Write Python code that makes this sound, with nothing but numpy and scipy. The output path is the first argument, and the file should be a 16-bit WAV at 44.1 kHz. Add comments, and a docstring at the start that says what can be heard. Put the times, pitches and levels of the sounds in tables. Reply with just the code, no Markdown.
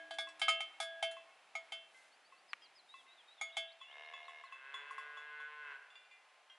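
"""A sheet-metal cowbell clanks unevenly close by, its colour set by where and how hard the clapper lands.
Other bells of the herd knock farther off in the calm pasture. A calf moos, its vocal folds pulsing
through the throat: a low rattle that breaks into a long, high call. A small bird whistles a falling
phrase of repeated syllables and a dry twig snaps. Underneath lie soft air and rustling grass,
and the edge of the wood sends back a soft echo."""
import sys
import numpy as np
from scipy import signal
from scipy.fft import rfft, irfft
from scipy.io import wavfile
from scipy.ndimage import uniform_filter1d

SR = 44100
rng = np.random.default_rng(int(sys.argv[2]) if len(sys.argv) > 2 else 0)


def unload_audio(sound):
    """Save the sound as a 16-bit wav file, at the path given as the first command line argument."""
    columns = np.transpose(np.atleast_2d(sound))
    # keep every value between -1 and 1, then stretch to whole-number steps
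    steps = np.round(np.clip(columns, -1, 1) * 32767)
    wavfile.write(sys.argv[1], SR, steps.astype(np.int16))


N = 290442
TIME = np.arange(N) / SR

# clapper blows on the near bell, and how hard each wakes each family of tones:
# (time [s], base neck damping [dB/s], hum, knock, ring, clang, chime, ping, bright, sizzle, zing [dB])
NEAR_BLOWS = [(-.03, 53, -47, -68, -48.5, -51, -56, -63, -75, -75, -75),
              (.108, 105, -42.5, -62, -49, -57, -48.5, -52, -50, -58, -68),
              (0.185, 83, -41.5, -55, -44, -40, -54, -38, -41.5, -49.5, -51),
              (.416, 71, -43, -43, -43, -33, -32.5, -42.5, -39.5, -44, -50),
              (0.482, 18, -38, -26.5, -52, -29, -28.5, -45, -40, -44.5, -47),
              (0.605, 123, -48.5, -48.5, -67, -39, -38, -51.5, -53, -51.5, -56),
              (.801, 1.2, -41.5, -46.5, -48, -43.5, -53.5, -41.5, -43.5, -42, -44.5),
              (1.026, 71, -33, -49.5, -50.5, -35.5, -35, -43.5, -46.5, -44.5, -61),
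              (1.552, 130, -45.5, -45, -82, -35.5, -53.5, -56, -53.5, -57, -50.5),
              (1.7208, 59, -51, -57, -67, -45, -41.5, -50.5, -51, -54, -59),
              (3.412, 9.3, -54, -47.5, -71, -36.5, -58, -48.5, -53, -51, -41.5),
              (3.568, 53, -43, -56, -55.5, -37, -40, -39.5, -47.5, -46.5, -48)]
# the shell's leading tones and weaker overtones: (frequency [Hz], level in family [dB], t60 [s])
NEAR_MODES = [(663, -1.3, 1.2), (1267, 0, .18), (1650, 0, 6), (2171, 0, .32), (2347, -8, .15),
              (2614, -15, .4), (2706, -16, 4), (3113, 0, .52), (3406, 0, .49), (3613, -6, .27)]
NEAR_OVERTONES = [(1190, -10, .25), (1499, -6, .22), (3890, -6, .15), (4506, -12, .3), (4681, -9, .25),
                  (5173, -10, .2), (6697, -4, .17)]
# crossovers between families, hum to ping and then among the overtones: (frequency [Hz])
NEAR_SPLITS = [1000, 1560, 1800, 2450, 3260]
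OVERTONE_SPLITS = [5400, 6600, 6800]
CAVITY_HZ, CAVITY_DB, CAVITY_T60_S = 809, 9.5, 0.033
NECK_S = 0.23  # the neck presses ever harder on the shell after a blow

def near_bell():
    """Each blow rings the shell and the air inside gives a hollow tock; the neck drains the ring."""
    out, t = np.zeros(N), TIME[:SR // 2]
    ends = [blow[0] for blow in NEAR_BLOWS[1:]] + [N / SR]
    for (s, damping, *tones_db, bright_db, sizzle_db, zing_db), end_s in zip(NEAR_BLOWS, ends):
        tones = clank(NEAR_MODES, NEAR_SPLITS, tones_db, spread_db=0.5, crack_db=-17, crack_t60=0.08)
        upper = NEAR_OVERTONES + sheet_modes(3600, 11000, db=-13.5, t60=0.14, count=36)
        upper_db = [bright_db, sizzle_db, zing_db, sizzle_db]
        overtones = clank(upper, OVERTONE_SPLITS, upper_db, spread_db=3, crack_db=-10, crack_t60=0.11)
        tock_db = CAVITY_DB + (tones_db[0] + max(sizzle_db, zing_db)) / 2
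        tock = from_db(tock_db) * ring(t == 0, CAVITY_HZ, CAVITY_T60_S)
        neck = from_db(-damping * t * (.5 + t / NECK_S))
        choke = np.clip((end_s - s - t) * 200 + 1, 0, 1)  # 5 ms fade as the next blow takes over
        add(out, s, (tones + overtones - tock) * neck * choke)
    return band(out, 600, SR, order=4)  # the clank carries no bass below about 600 Hz


def clank(modes, splits, family_db, spread_db, crack_db, crack_t60):
    """One clapper blow: the modes of the shell, over a short crack of densely packed ones."""
    t = TIME[:SR // 2]
    hz, db, t60 = np.transpose(modes)
    mode_db = db + np.array(family_db)[np.searchsorted(splits, hz)]
    gains = from_db(mode_db + spread_db * rng.uniform(-2.1, 1, len(hz)))
    gains *= (-1) ** np.arange(len(hz))  # neighbouring modes start in opposite directions
    tone = gains @ (np.sin(2 * np.pi * np.outer(hz, t)) * decay(t, t60[:, None]))
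    noise = rng.standard_normal(len(t))
    crack = unit_rms(band(noise, 600, 3200) + from_db(-21) * band(noise, 3700, 8000))
    crack *= np.linalg.norm(gains) * from_db(crack_db) * decay(t, crack_t60)
    attack = 1 - np.exp(-t / 0.0001)  # the blow takes a moment to spread round the shell
    return (tone + crack) * attack


def sheet_modes(low_hz, high_hz, db, t60, count):
    """Thin sheet metal has many high modes, unevenly spaced; every contact wakes others."""
    positions = (np.arange(count) + rng.random(count)) / count
    return [(hz, db, t60) for hz in low_hz * (high_hz / low_hz) ** positions]


# the clapper grazes the rim of the near bell: (time [s], level [dB])
GRAZES = [(0.138, -58), (0.205, -58), (0.287, -59.5), (0.395, -55), (0.489, -41), (0.825, -51.5),
          (1.112, -57)]

def rim_grazes():
    """A glancing touch wakes only the highest modes."""
    out = np.zeros(N)
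    for s, db in GRAZES:
        shimmer = sheet_modes(3500, 11000, db=-9, t60=0.13, count=20)
        add(out, s, clank(shimmer, [], [db], spread_db=6, crack_db=-2, crack_t60=0.09))
    return band(out, 900, SR)


# blows on a distant bell: (time [s], knock [dB], ring [dB], ping [dB])
FAR_BLOWS = [(0.272, -59.5, -64, -68), (1.1676, -61.5, -62.5, -65), (2.323, -67, -73.5, -104),
             (2.9401, -60.5, -64, -69), (3.813, -61, -66, -56.5), (4.136, -58, -60.5, -56),
             (4.282, -57, -74, -66.5), (4.4374, -58, -72.5, -70), (4.5237, -58, -56, -64),
             (4.7415, -54, -65, -48.5), (4.908, -52, -75, -74), (4.9811, -50.5, -63.5, -67),
             (5.172, -56.5, -65.5, -58.5), (5.4, -61, -72, -64)]
# touches on a lightly brushed bell and a small jingling one: (time [s], low tones [dB], high tones [dB])
BRUSHED_BLOWS = [(1.945, -58, -70), (2.62, -76, -58), (3.065, -63, -87), (6.499, -66, -55.5)]
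JINGLE_BLOWS = [(5.903, -86, -62.5), (5.955, -60.5, -56.5), (6.05, -67, -62), (6.112, -57, -64.5)]
# tones of the three shells: (frequency [Hz], level in family [dB], t60 [s])
FAR_MODES = [(1075, 14, 0.1), (2020, -0.5, 0.24), (2641, 9, 0.37), (3426, 5, 0.25), (6864, -17, 0.33)]
BRUSHED_MODES = [(1565, -5, 0.6), (2060, 0, 0.7), (2830, -7, 0.33), (3215, 0, 0.25), (5710, -18, .16)]
JINGLE_MODES = [(2046, -4, .45), (2400, -2, .45), (2772, 1, .26), (3480, 0, .2), (4690, -14, .2),
                (7100, -17, .2)]
# crossovers between their families: (frequency [Hz])
FAR_SPLITS = [2400, 3000]
BRUSHED_SPLITS = [2500]
JINGLE_SPLITS = [2500]

def herd_bells():
    """Three more bells knock and jingle as their wearers graze."""
    out = np.zeros(N)
    for s, *family_db in FAR_BLOWS:
        add(out, s, clank(FAR_MODES, FAR_SPLITS, family_db, spread_db=1, crack_db=-27, crack_t60=.08))
        shimmer = sheet_modes(4000, 10500, db=-24, t60=.19, count=14)
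        add(out, s, clank(shimmer, [], family_db[:1], spread_db=5, crack_db=-10, crack_t60=.08))
    for blows, modes, splits in [(BRUSHED_BLOWS, BRUSHED_MODES, BRUSHED_SPLITS),
                                 (JINGLE_BLOWS, JINGLE_MODES, JINGLE_SPLITS)]:
        for s, *family_db in blows:
            add(out, s, clank(modes, splits, family_db, spread_db=1.5, crack_db=-16, crack_t60=.09))
    return band(out, 915, SR, order=4)


# the moo's low rattle and high call: (time [s], pitch [Hz], level before the mix [dB])
RATTLE = [(3.88, 67.6, -63.5), (3.981, 74.7, -54), (4.1, 77.68, -55.5), (4.25, 77.3, -58.5),
          (4.43, 76.7, -57)]
CALL = [(4.45, 122.9, -61.5), (4.6, 132.1, -54), (4.75, 140.8, -49.5), (4.92, 147.7, -51),
        (5.18, 148.2, -51), (5.42, 150, -49), (5.6, 150.1, -52), (5.71, 141.9, -47), (5.79, 129.9, -58)]
# formants, mouth half shut and then wide open: (frequency [Hz], width [Hz], gain [dB])
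RATTLE_FORMANTS = [(439, 52, -9.5), (685, 47, 3), (1050, 120, -3), (1716, 55, 2.5), (2138, 26, 10),
                   (2816, 160, -2), (3740, 100, -7), (5350, 940, -24)]
CALL_FORMANTS = [(443, 61, -13.5), (1046, 84, -7), (1480, 109, -4.5), (1630, 88, -1.5), (2073, 123, -6),
                 (2617, 50, -4), (3050, 600, -19.5)]
# hoarseness of the call: (time [s], noise against pulses [ratio])
CALL_HOARSENESS = [(4.8, .42), (5.15, .11), (5.6, .11), (5.75, .7)]
# the call turns nasal as it swells: (time [s], nasal ring [gain])
CALL_NASALITY = [(4.85, 0.03), (5.35, 0.9)]

def calf():
    """The voice starts in slow pulses, then breaks up by nearly an octave, shaking and rasping."""
    rattle = moo(RATTLE, RATTLE_FORMANTS, hoarseness=.25, jitter=.01, fade_s=.011, band_hz=(400, 6000))
    hoarseness, = automation(CALL_HOARSENESS)
    nasality, = automation(CALL_NASALITY)
    call = moo(CALL, CALL_FORMANTS, hoarseness, jitter=.003, fade_s=.02, band_hz=(410, 4100))
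    call *= from_db(drift(30))  # a shake of about 1 dB
    nasal = nasality * resonance(call, hz=1490, width_hz=150)
    hiss = unit_rms(band(rng.standard_normal(N), 2200, 3700))
    rasp = from_db(-19) * hoarseness * np.abs(call) * hiss
    return rattle + from_db(-3.5) * (call + nasal + rasp)


def moo(curve, formants, hoarseness, jitter, fade_s, band_hz):
    """Vocal folds snap shut once a cycle and let through a puff of noise; the throat rings with both."""
    pitch, level_db = automation(curve)
    cycles = np.cumsum(pitch * (1 + jitter * drift(90))) / SR
    phase = cycles % 1 - .5
    pulses = unit_rms(np.sinc(phase * SR / pitch / 2) * np.cos(np.pi * phase) ** 2)
    puffs = unit_rms(rng.standard_normal(N) * (3.7 + np.cos(np.pi * phase) ** 4))
    source = pulses + hoarseness * puffs
    voice = sum((-1) ** k * from_db(db) * resonance(source, hz, width)
                for k, (hz, width, db) in enumerate(formants))
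    voice = band(voice, *band_hz, order=4)
    voice /= np.sqrt(uniform_filter1d(voice ** 2, size=2400) + 1e-12)  # level it before the envelope
    return voice * from_db(level_db) * gate(TIME, curve[0][0], curve[-1][0], fade_s)


# pitch glides of the bird's syllables: (time into the syllable [s], pitch [Hz])
RISE = [(0, 4130), (.05, 4930)]
FALL = [(0, 5080), (.03, 5010), (.052, 4100), (.068, 3920)]
DIP = [(0, 3770), (.02, 3700), (.072, 4040)]
SLIDE = [(0, 3760), (.052, 3055)]
FLOURISH = [(0, 3270), (.022, 2720), (.045, 3860), (.075, 3650), (.097, 5110)]
SWOOP = [(0, 3595), (.06, 2694), (.11, 2880), (.152, 3890)]
ARCH = [(0, 2500), (.053, 4350), (.105, 2600)]
# the song, run by run: (syllable, start [s], spacing [s], level against BIRD_DB [dB], count)
SONG = [(RISE, 2.112, .124, -10, 3), (FALL, 2.478, .134, -4, 3), (DIP, 2.879, .198, -1, 3),
        (SLIDE, 2.971, .2, -1, 3), (FLOURISH, 3.485, .155, -1, 2), (SWOOP, 3.795, .2, 1, 1),
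        (ARCH, 4.008, .2, -8, 3)]
BIRD_DB = -60.5

def bird():
    """The bird repeats each syllable at an even pace, working its way down to lower ones."""
    out = np.zeros(N)
    for syllable, start_s, spacing_s, db, count in SONG:
        for k in range(count):
            add(out, start_s + k * spacing_s, from_db(BIRD_DB + db) * whistle(syllable))
    return out * from_db(1.6 * drift(70))  # the far song flutters in the moving air


def whistle(syllable):
    """A pure tone glides smoothly through the pitches of one syllable."""
    s, hz = np.transpose(syllable)
    t = TIME[:round(s[-1] * SR)]
    pitch = uniform_filter1d(np.interp(t, s, hz), size=400)
    return np.sin(2 * np.pi * np.cumsum(pitch) / SR) * gate(t, 0, t[-1], fade_s=0.014)


# cracks of the twig: (time [s], level [dB])
SNAPS = [(2.5324, -20), (2.5366, -27.5)]
# its woody resonances: (frequency [Hz], gain [dB], t60 [s])
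TWIG_MODES = [(1135, -10.5, 0.0072), (1920, -8.5, 0.007), (2270, -11, 0.016), (2790, -6, 0.0036)]

def twig():
    """A dry twig breaks in two quick cracks that briefly ring the wood."""
    clicks = np.zeros(N)
    for s, db in SNAPS:
        add(clicks, s, from_db([db]))
    return sum((-1) ** k * from_db(db) * ring(clicks, hz, t60)
               for k, (hz, db, t60) in enumerate(TWIG_MODES))


def wood_echo(send, t60, build_s):
    """Trunks scatter the sound back as a dull, thin tail."""
    t = TIME[:2 * SR]
    tail = band(rng.standard_normal(len(t)), 470, 3800) * decay(t, t60) * (1 - np.exp(-t / build_s))
    return signal.fftconvolve(send, tail / np.linalg.norm(tail))[:N]


# envelopes of the air's hiss and the breeze: (time [s], level [dB])
AIR_LEVEL = [(0, -63.5), (2.2, -68), (6.6, -69)]
BREEZE_LEVEL = [(2.6, -78.5), (4.6, -88)]
# their colours: (frequency [Hz], relative density [dB])
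AIR_SPECTRUM = [(100, -59), (350, -14), (740, 3), (1000, -1.5), (2600, -2.5), (4000, -10.5), (6500, -19),
                (11000, -25)]
BREEZE_SPECTRUM = [(40, -15.5), (400, -1.5), (1500, -17.5)]

def air():
    """The soft hiss of the open pasture, over a low breeze that dies down."""
    hiss = from_db(automation(AIR_LEVEL)[0] + drift(5.4)) * coloured_noise(AIR_SPECTRUM)
    breeze = from_db(automation(BREEZE_LEVEL)[0]) * coloured_noise(BREEZE_SPECTRUM)
    return hiss + breeze


# hooves brush the grass: (time [s], level [dB])
SWISHES = [(2.0, -72), (2.98, -75)]
# colour of the rustle: (frequency [Hz], relative density [dB])
GRASS_SPECTRUM = [(30, -13), (3500, 1.5), (11000, -4)]
SWISH_HALF_S, RUSTLE_DB = 0.087, -87.5

def grass():
    """Blades rustle faintly and unevenly; each swish of a hoof swells and dies away."""
    swishes = sum(from_db(db) * np.exp(-((TIME - s) / SWISH_HALF_S) ** 2) for s, db in SWISHES)
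    flutter = from_db(1.8 * drift(48))
    return (from_db(RUSTLE_DB) + swishes) * flutter * coloured_noise(GRASS_SPECTRUM)


def low_ring(hz, db, t60):
    """A faint low tone dies away from the start."""
    return from_db(db) * decay(TIME, t60) * np.sin(2 * np.pi * hz * TIME)


def from_db(db):
    """Decibels to gain."""
    return 10 ** (np.asarray(db) / 20)


def unit_rms(x):
    """Scale to unit power."""
    return x / np.sqrt(np.mean(x ** 2) + 1e-20)


def decay(t, t60):
    """An envelope that falls 60 dB every t60 seconds."""
    return from_db(-60 * t / t60)


def gate(t, start_s, end_s, fade_s):
    """Open from start to end, with a linear fade on each side."""
    return np.clip(np.minimum(t - start_s, end_s - t) / fade_s, 0, 1)


def automation(rows):
    """Breakpoints to one curve for each column after the time."""
    s, *columns = np.transpose(rows)
    return [np.interp(TIME, s, column) for column in columns]


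def drift(rate_hz):
    """A random wander of roughly unit spread."""
    knots = rng.standard_normal(2000)
    return np.interp(TIME * rate_hz, np.arange(len(knots)), knots)


def band(x, low_hz, high_hz, order=2):
    """Butterworth band-pass."""
    sos = signal.butter(order, [low_hz, min(high_hz, .45 * SR)], "band", fs=SR, output="sos")
    return signal.sosfilt(sos, x + 1e-18)


def ring(clicks, hz, t60):
    """Each click sets a decaying sine ringing at about its own height."""
    r, w = decay(1 / SR, t60), 2 * np.pi * hz / SR
    return signal.lfilter([0, np.sin(w)], [1, -2 * r * np.cos(w), r * r], clicks + 1e-18)


def resonance(x, hz, width_hz):
    """A resonant band with unity gain at its peak."""
    r, w = np.exp(-np.pi * width_hz / SR), 2 * np.pi * hz / SR
    return signal.lfilter(np.array([1, 0, -1]) * (1 - r * r) / 2, [1, -2 * r * np.cos(w), r * r], x)


def coloured_noise(spectrum):
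    """Steady noise with the given spectrum, at unit power."""
    hz, db = np.transpose(spectrum)
    bins_hz = np.maximum(np.arange(N // 2 + 1) * SR / N, 1)
    gains = from_db(np.interp(np.log(bins_hz), np.log(hz), db))
    return unit_rms(irfft(rfft(rng.standard_normal(N)) * gains, N))


def add(track, s, sound):
    """Mix a sound in at time s; it may already be ringing at the start."""
    start = round(s * SR)
    sound, start = sound[max(-start, 0):], max(start, 0)
    track[start:start + len(sound)] += sound[:N - start]


def scene():
    """All sources sit in the centre; only a trace of hiss differs between the ears."""
    near = near_bell() + rim_grazes() + twig()
    herd, voice, song = herd_bells(), calf(), bird()
    send = from_db(-29) * near + from_db(-18) * herd + from_db(-15) * song + from_db(-14) * voice
    echo = wood_echo(send, t60=1.0, build_s=0.028)
    hill_echo = from_db(-14.5) * band(voice, 460, 1100, order=4)  # the moo returns dull from far away
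    add(echo, s=1, sound=hill_echo)
    mid = near + herd + voice + song + echo + air() + grass() + low_ring(hz=313.7, db=-67.5, t60=3.2)
    side = from_db(-83) * coloured_noise(GRASS_SPECTRUM)
    return np.array([mid + side, mid - side])


def record(dry):
    """The bass is rolled off and the top is cut steeply."""
    low_cut = signal.butter(1, 250, "high", fs=SR, output="sos")
    high_cut = signal.ellip(10, .2, 80, 11150, fs=SR, output="sos")
    return signal.sosfilt(high_cut, signal.sosfilt(low_cut, dry))


dry = scene()
out = record(dry)
unload_audio(out)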